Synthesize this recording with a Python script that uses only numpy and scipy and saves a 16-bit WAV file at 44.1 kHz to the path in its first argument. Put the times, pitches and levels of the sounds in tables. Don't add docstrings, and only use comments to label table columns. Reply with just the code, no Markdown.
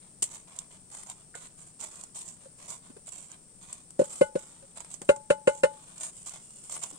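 import sys
import numpy as np
from scipy import signal
from scipy.fft import rfft, irfft
from scipy.io import wavfile

SR = 44100
rng = np.random.default_rng(int(sys.argv[2]) if len(sys.argv) > 2 else 0)


def wav_record(signal):
    frames = np.transpose(np.atleast_2d(signal))
    bounded = np.clip(frames, -1, 1)
    quanta = np.round(bounded * 32767).astype(np.int16)
    wavfile.write(sys.argv[1], SR, quanta)


N = 307818

# pitch_hz, density_db (per Hz)
AIR_LEFT_SPECTRUM = [(20, 21.5), (60, 13), (110, 21), (165, 25), (230, 19), (400, 13.5), (1000, 5.5),
                     (2000, -2.5), (4000, -3.5), (5700, 6), (6500, 3.5), (8500, 3), (10500, -10),
                     (15000, 2.5)]
AIR_RIGHT_SPECTRUM = [(20, 10), (60, 17), (110, 13.5), (165, 21.5), (230, 14), (400, 10), (1000, 0.5),
                      (2000, -0.5), (4000, -1.5), (5700, 5.5), (6500, -2), (8500, 3), (10500, -4),
                      (15000, -1.5)]
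# start_s, press_s, ease_s, crackle_db, rub_db
STROKES = [(0.01, 0.036, 0.035, -63, -63.5), (0.26, 0.092, 0.048, -46.5, -57),
           (0.471, 0.13, 0.034, -53, -59), (0.699, 0.033, 0.047, -55.5, -63.5),
           (0.897, 0.07, 0.093, -46, -54.5), (1.061, 0.039, 0.036, -45.5, -54.5),
           (1.162, 0.045, 0.025, -58.5, -63), (1.347, 0.015, 0.12, -45.5, -55),
           (1.571, 0.012, 0.12, -52, -61.5), (1.79, 0.047, 0.064, -42.5, -51),
           (1.912, 0.068, 0.088, -47.5, -57), (2.144, 0.012, 0.075, -41, -55),
           (2.253, 0.032, 0.048, -46, -58.5), (2.36, 0.075, 0.042, -58, -63.5),
           (2.581, 0.068, 0.046, -48, -56), (2.678, 0.029, 0.052, -41, -53), (2.82, 0.04, 0.03, -57, -60.5),
           (3.059, 0.021, 0.023, -46, -58.5), (3.115, 0.011, 0.14, -46, -55.5),
           (3.288, 0.022, 0.054, -52, -58), (3.61, 0.083, 0.13, -50, -57.5),
           (4.036, 0.1, 0.12, -41.5, -53.5), (4.369, 0.028, 0.093, -46, -56.5),
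           (4.462, 0.029, 0.21, -56.5, -63), (4.755, 0.013, 0.12, -49, -55.5),
           (4.901, 0.032, 0.022, -42, -62), (5.045, 0.069, 0.012, -46.5, -68),
           (5.50, 0.048, 0.06, -46.5, -60.5), (5.68, 0.29, 0.096, -54, -62),
           (5.997, 0.035, 0.054, -37.5, -51), (6.119, 0.094, 0.076, -48, -65),
           (6.259, 0.012, .03, -42.5, -54.5), (6.304, .02, 0.065, -44, -54.5),
           (6.417, 0.61, 0.068, -48.5, -65.5), (6.635, .015, 0.043, -51, -61.5),
           (6.707, 0.039, 0.027, -38, -49.5), (6.815, 0.013, 0.046, -45, -52.5),
           (6.91, 0.088, 0.035, -49, -55)]
# pitch_hz, density_db (per Hz)
CRACKLE_SPECTRUM = [(1500, -16.5), (3000, -4.5), (4500, -5.5), (6000, -0.5), (7500, 1), (9000, -5.5),
                    (12000, -2.5), (15000, -13.5)]
RUBBING_SPECTRUM = [(100, -12.5), (200, -2.5), (400, -5.5), (635, 6.5), (800, 4), (1050, 6.5), (1400, 0.5),
                    (1750, -4.5), (2150, -0.5), (2400, 1), (2700, -3.5), (3320, 1), (4200, -2), (5500, -14),
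                    (12000, -53)]
# start_s, level_db, wood_share_db, pan_db
SNAPS = [(0.222, -10, -24.5, 1), (0.226, -4.5, -27, 5), (0.2286, -9.5, -32, -1), (0.2393, -13.5, -59, -1),
         (0.588, -18, -51, -5), (1.0983, -20, -27, 6), (0.3197, -33, -25, 2), (0.3456, -25, -25, -10),
         (0.562, -31, -32, -12), (0.9491, -28, -15, 13), (1.033, -26.5, -22, 9), (1.352, -30.5, -6.5, -10),
         (1.6237, -37, -18, 2), (1.802, -25, -36, -4), (1.844, -33, -6, 0), (2.0103, -30, -38, -11),
         (2.2787, -28, -37, -10), (2.6906, -24, -22, -5), (3.0898, -30, -20, 5), (3.3005, -38, -25, -6),
         (1.81, -21.5, -37, -5), (1.8237, -35, -14, 3), (1.8377, -21, -18, -3), (1.956, -28, -33, 4),
         (2.0362, -21, -19.5, -3), (2.156, -30.5, -17, -6), (2.2162, -26, -43, 6), (2.2863, -26.5, -39, -9),
         (2.7028, -21, -25, -9), (2.7254, -29, -27, -11), (3.0784, -30.5, -9, 5), (3.316, -29.5, -23, -10),
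         (3.7279, -19.5, -27, 4), (3.905, -27, -21, 3), (4.772, -27, -12.5, 8), (4.804, -23.5, -10.5, -3.5),
         (4.846, -29, -12, -2), (4.94, -24, -16.5, -9), (5.0165, -18, -13, 2.5), (5.161, -28.5, -12, -7),
         (5.979, -25.5, -33, -5), (6.0324, -16, -46, -1.5), (6.269, -29, -11, -5), (6.2933, -22, -39, -5),
         (6.6958, -21.5, -13, 1), (6.7528, -24.5, -22, 13), (6.792, -28, -22, 2), (6.7212, -19.5, -25, -9),
         (6.7631, -20.5, -10, 6), (6.835, -15.5, -51, -1.5)]
# start_s, level_db, thud_hz, contact_s, bareness (0 on pulp to 1 on wood),
# ring_cutoff_hz, mat_push_db
BLOWS = [(0.2229, -41.5, 420, 0.0012, .2, 700, 12), (1.351, -43.5, 480, .006, .1, 600, 1),
         (2.454, -46, 540, 0.017, .3, 700, -15), (2.897, -44.5, 262, 0.01, .2, 496, 5),
         (2.965, -42, 420, 0.0056, .15, 500, 4), (3.9924, -12, 544, 0.012, .03, 890, 5.5),
         (4.0125, -18.5, 539, 0.01, .2, 500, 9.5), (4.211, -8.5, 539, 0.012, .42, 3600, 4),
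         (4.354, -19, 531, 0.011, .15, 1270, 8.5), (4.623, -50.5, 548, 0.027, .6, 1300, -15),
         (5.016, -41.5, 457, 0.0052, .5, 800, 16.5), (5.09, -10, 560.4, 0.013, 1.0, 1300, 1),
         (5.3021, -10.5, 550, 0.0087, .88, 1600, 1.5), (5.473, -9.5, 533, 0.011, .85, 2000, 0),
         (5.634, -9.5, 534, 0.012, .9, 2400, -2.5), (6.925, -54.5, 296, 0.025, .1, 500, 16)]
# pitch_hz, level_db, t60_s
CLACK_MODES = [(412, -9, 0.074), (1093, -22, 0.061), (1426, -10.5, 0.086), (1580, -17.5, 0.024),
               (1810, -21, 0.02), (2487, -16.5, 0.027), (2740, -8.5, 0.053), (2890, -27.5, 0.04),
               (3930, -23.5, 0.066)]
# pitch_hz, level_db, t60_s, pan_db
BOWL_MODES = [(565, -17, 0.19, -0.5), (1477, -18.5, 0.15, 9), (1808, -18, 0.049, 3), (2080, -23, 0.066, -4),
              (2400, -34.5, 0.06, 2.5), (2640, -26, 0.054, 3), (2085, -23, 0.11, 1.5),
              (2959, -20, 0.11, -5), (3900, -31.5, 0.1, 1), (4500, -33.5, 0.077, -12),
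              (4900, -38.5, 0.06, 8.5)]
# pitch_hz, density_db (per Hz)
RAP_SPECTRUM = [(50, -39.5), (150, -12.5), (250, -5.5), (450, 8.5), (700, -9), (1050, -2), (1280, -2),
                (1550, 6.5), (1900, -8), (2250, -10.5), (2620, 1), (3000, -7), (3500, -25.5), (4080, -10),
                (4600, -18.5), (9000, -30.5)]
# pitch_hz, density_db (per Hz)
CRACK_SPECTRUM = [(300, 4.5), (1000, 5), (2500, -5), (4000, -4.5), (6000, -4.5), (8000, -6.5),
                  (10000, -7.5), (15000, -23)]
# delay_s, level_db
ECHOES = [(0.046, -38.5), (.076, -39), (.108, -44.5)]
# pitch_hz, level_db, t60_s
TAP_MODES = [(1460, -4, 0.16), (1600, 1.5, 0.037), (1790, -4, 0.062), (2110, -11, 0.15)]
# pitch_hz, gain_db
PORT_LEFT = [(4400, 2), (5400, -4), (6800, -6.5), (7600, 6.5), (8600, 18), (9150, 18.5), (9700, -1),
             (11000, -4.5), (12000, -15), (15000, -9)]
PORT_RIGHT = [(4400, 0.5), (5600, 3), (6500, 6.5), (7300, 15.5), (8000, 15.5), (8800, 9.5), (9500, 2),
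              (11000, -30), (12000, -8.5), (15000, -9)]

# (on_pulp_db, on_bare_wood_db)
CLACK_DB, RING_DB, RIM_DB = (-38.5, -2), (-7.5, 0), (-32.5, -21)
CRACK_DB, RAP_DB = (-24, -19.5), (-21, -4)
CRACK_FOLLOWS, RAP_FOLLOWS = 0.63, 0.78


def from_db(db):
    return 10 ** (np.asarray(db) / 20)


def rms_one(x):
    return x / np.sqrt(np.mean(x ** 2) + 1e-20)


def panned(db):
    return from_db(np.array([[db], [-db]]) / 2)


def add(out, s, sound):
    start = int(s * SR)
    out[:, start:start + sound.shape[1]] += sound[:, :max(N - start, 0)]


def butter(x, hz, kind, order=2):
    return signal.sosfilt(signal.butter(order, hz, kind, fs=SR, output="sos"), x)


def band_edges(hz, width_hz):
    return hz + width_hz * np.array([-0.5, 0.5])


def colour(x, points, size=4096):
    hz, db = np.transpose(points)
    grid = np.linspace(1, SR / 2, size // 2 + 1)
    gain = from_db(np.interp(np.log(grid), np.log(hz), db))
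    cepstrum = irfft(np.log(gain))
    cepstrum[1:size // 2] *= 2
    cepstrum[size // 2 + 1:] = 0
    impulse = irfft(np.exp(rfft(cepstrum)))
    return signal.oaconvolve(x, impulse[None])[:, :x.shape[1]]


def stereo_noise(size, alike):
    shared, left, right = rng.standard_normal((3, size))
    return np.sqrt(alike) * shared + np.sqrt(1 - alike) * np.array([left, right])


def swell(t, t60, rise_s):
    return (1 - np.exp(-t / rise_s)) * 1000 ** (-t / t60)


def tone(t, hz, lag_rad=1.465):
    return np.sin(2 * np.pi * hz * t - np.array([[lag_rad], [0]]))


def mode(t, hz, t60, rise_s):
    return swell(t, t60, rise_s) * tone(t, hz)


def hollow(x, spread_s=0.004, echo_db=1.5, count=10):
    paths = np.zeros((2, int(spread_s * SR) + 2))
    paths[:, 0] = 1
    for side in paths:
        lags = 1 + (rng.random(count) * spread_s * SR).astype(int)
        side[lags] = from_db(echo_db) * rng.standard_normal(count) / np.sqrt(count)
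    heard = signal.oaconvolve(x, paths, axes=1)[:, :x.shape[1]]
    return heard / np.sqrt(1 + from_db(echo_db) ** 2)


def outdoors(air_db=-64.0):
    rumble = butter(stereo_noise(N, alike=1.0), hz=700, kind="low", order=1)
    hiss = butter(stereo_noise(N, alike=0.034), hz=700, kind="high", order=1)
    air = rumble + hiss
    air = np.vstack([colour(air[:1], AIR_LEFT_SPECTRUM), colour(air[1:], AIR_RIGHT_SPECTRUM)])
    song = butter(stereo_noise(N, alike=0.1), band_edges(hz=8700, width_hz=600), "band")
    return from_db(air_db) * air + from_db([[-73.5], [-80.5]]) * rms_one(song)


def far_hum(hum_db=-71.0):
    hum = butter(stereo_noise(N, alike=0.91), band_edges(hz=170, width_hz=30), "band")
    return from_db(hum_db) * panned(db=2.0) * rms_one(hum)


def pressure(t, press_s, ease_s, bite_s=0.0024, lift_s=0.051):
    return np.interp(t, np.cumsum([0, bite_s, press_s, ease_s, lift_s]), [0, 0.66, 1, 0.32, 0])


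def drift(rate):
    knots = rng.standard_normal(N // 20)
    return np.interp(np.arange(N) / SR * rate, np.arange(len(knots)), knots)


def grains(size, per_s, spread_db):
    born = rng.random(size) < per_s / SR
    sizes = from_db(spread_db * np.minimum(rng.exponential(1, size), 4))
    return rms_one(born * sizes * stereo_noise(size, alike=0.13))


def grinding(crackle_db=-8.0, clump_db=1.5, catch_db=2.0):
    out = np.zeros((2, N))
    unevenness_db = clump_db * drift(rate=160) + catch_db * drift(rate=41)
    cells = rms_one(grains(N, per_s=1500, spread_db=0.5) * from_db(unevenness_db))
    bright = rms_one(colour(cells, CRACKLE_SPECTRUM))
    woody = rms_one(colour(cells, RUBBING_SPECTRUM))
    for s, press_s, ease_s, wet_db, wood_db in STROKES:
        start = int(s * SR)
        span = np.arange(start, min(start + SR // 2, N))
        force = pressure(span / SR - s, press_s, ease_s)
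        add(out, s, from_db(crackle_db + wet_db) * hollow(bright[:, span] * force))
        add(out, s, from_db(wood_db) * hollow(woody[:, span] * force))
    return out


def slips(count=7, low_hz=600, high_hz=4200, t60=0.035):
    out, t = np.zeros((2, N)), np.arange(SR // 16) / SR
    for s, press_s, ease_s, _, wood_db in STROKES:
        for when, pitch, size in rng.random((count, 3)):
            hz = low_hz * (high_hz / low_hz) ** pitch
            at = when * (press_s + ease_s)
            coarse = grains(len(t), per_s=1200, spread_db=-1.5)
            scrape = rms_one(butter(coarse, band_edges(hz, width_hz=0.45 * hz), "band", order=1))
            level_db = wood_db - 13 + 9 * size
            strength = from_db(level_db) * pressure(at, press_s, ease_s)
            add(out, s + at, strength * scrape * swell(t, t60, rise_s=0.0007))
    return out


def small_snaps():
    rows = []
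    for s, press_s, ease_s, wet_db, _ in STROKES:
        when = rng.uniform(-0.55, 1)
        reach_s = (press_s if when < 0 else ease_s) / 2
        rows.append((s + press_s + when * reach_s, wet_db + 6, -23, -20.5))
    return rows


def snaps(snap_db=-5.0, wood_db=7.5, click_db=3.0, tear_db=-16.5, tear_per_db=0.2):
    bright, woody, t = np.zeros((2, N)), np.zeros((2, N)), np.arange(SR // 8) / SR
    click = from_db(click_db) * (np.arange(len(t)) == int(0.0016 * SR))
    for s, db, wood_share_db, pan_db in list(SNAPS) + small_snaps():
        tear = from_db(tear_db + tear_per_db * db) * swell(t, t60=0.1, rise_s=0.0019)
        fall = swell(t, t60=0.0067, rise_s=0.00051) + tear
        cells = hollow(fall * grains(len(t), per_s=24000, spread_db=0.0))
        burst = from_db(db) * (click + cells) * panned(pan_db)
        add(bright, s, from_db(snap_db) * burst)
        add(woody, s, from_db(wood_db + wood_share_db) * burst)
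    return colour(bright, CRACKLE_SPECTRUM) + colour(woody, RUBBING_SPECTRUM)


def thud(t, hz, contact_s, rise_s, release_s):
    pressed = np.clip(t / rise_s, 0, 1) * np.clip((contact_s - t) / release_s + 1, 0, 1)
    return pressed * tone(t, hz)


def overtone(t, hz, bare, db=-14.5):
    return from_db(db) * np.sqrt(bare) * mode(t, 2 * hz, t60=0.053, rise_s=0.002)


def clack(t, scatter_db=1.2, detune=0.0047):
    out = 0
    for k, (hz, db, t60) in enumerate(CLACK_MODES):
        lag_rad = np.interp(hz, [1500, 2500], [1.5, 2.7])
        wave = tone(t, hz * (1 + detune * rng.standard_normal()), lag_rad)
        strength = from_db(db + scatter_db * rng.standard_normal())
        out = out + (-1) ** k * strength * swell(t, t60, rise_s=0.0006) * wave
    return out


def rap(t, t60=0.06):
    return colour(stereo_noise(len(t), alike=0.21) * swell(t, t60, rise_s=0.0018), RAP_SPECTRUM)


def bowl_ring(t, cut_hz, scatter_db=-5.0, rock_db=-12.5):
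    out = from_db(rock_db) * thud(t, hz=574, contact_s=0.026, rise_s=0.016, release_s=0.014)
    for hz, db, t60, pan_db in BOWL_MODES:
        softening = np.sqrt(1 + (hz / cut_hz) ** 4)
        strength = from_db(db + scatter_db * rng.standard_normal()) / softening
        out = out + strength * panned(pan_db) * mode(t, hz, t60, rise_s=0.007)
    return out


def mat_thump(t, push_db=21.0, bounce_db=-11.5, sway_db=5.5):
    push = butter(1.0 * (t == 0), hz=420, kind="low", order=5)
    push = from_db(push_db) * butter(push, hz=145, kind="high", order=4)
    bounce = from_db(bounce_db) * mode(t, hz=177.0, t60=0.067, rise_s=0.035)
    sway = from_db(sway_db) * mode(t, hz=384.0, t60=0.022, rise_s=0.014)
    return butter(push - bounce + sway, hz=103.3, kind="high") * panned(db=3.5)


def pulp_crack(t, t60=0.098):
    burst = stereo_noise(len(t), alike=0.33) * swell(t, t60, rise_s=0.0032)
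    return colour(hollow(burst), CRACK_SPECTRUM)


def knocks(thud_pan_db=-1.5, ground_db=-28.5, crack_lead_s=0.0024):
    out, t = np.zeros((2, N)), np.arange(SR // 2) / SR
    mat = mat_thump(t)
    ground = from_db(ground_db) * mode(t, hz=80, t60=0.14, rise_s=0.006)
    rim = mode(t, hz=862, t60=0.34, rise_s=0.006) * panned(db=8.0)
    for s, db, hz, contact_s, bare, cut_hz, mat_db in BLOWS:
        clack_db, ring_db, rim_db, crack_db, rap_db = (
            pulp + bare * (wood - pulp) for pulp, wood in (CLACK_DB, RING_DB, RIM_DB, CRACK_DB, RAP_DB))
        pressed = thud(t, hz, contact_s, rise_s=0.0064, release_s=0.007) * panned(thud_pan_db)
        pressed = pressed + from_db(clack_db) * clack(t) + overtone(t, hz, bare)
        pressed = butter(pressed, hz=128.4, kind="high")
        free = from_db(ring_db) * bowl_ring(t, cut_hz) + from_db(rim_db) * rim
        low = from_db(mat_db) * mat + (1 - bare) * ground
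        add(out, s, from_db(db) * (pressed + free + low))
        add(out, s, from_db(rap_db + RAP_FOLLOWS * db) * rap(t))
        add(out, s - crack_lead_s, from_db(crack_db + CRACK_FOLLOWS * db) * pulp_crack(t))
    return out


def echoed(x, dull_hz=3000):
    out, dull = x.copy(), butter(x, dull_hz, "low", order=1)
    for delay_s, db in ECHOES:
        add(out, delay_s, from_db(db) * dull)
    return out


def tap(s=1.341, db=-42.0):
    out, t = np.zeros((2, N)), np.arange(SR // 4) / SR
    for hz, level_db, t60 in TAP_MODES:
        ring = swell(t, t60, rise_s=0.002) * tone(t, hz, lag_rad=1.0)
        add(out, s, from_db(db + level_db) * ring)
    return out


def scene():
    return outdoors() + far_hum() + grinding() + slips() + snaps() + echoed(knocks()) + tap()


def record(dry, cutoff_hz=15800):
    heard = np.vstack([colour(dry[:1], PORT_LEFT), colour(dry[1:], PORT_RIGHT)])
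    return signal.sosfilt(signal.ellip(10, 0.1, 80, cutoff_hz, fs=SR, output="sos"), heard)


dry = scene()
out = record(dry)
wav_record(out)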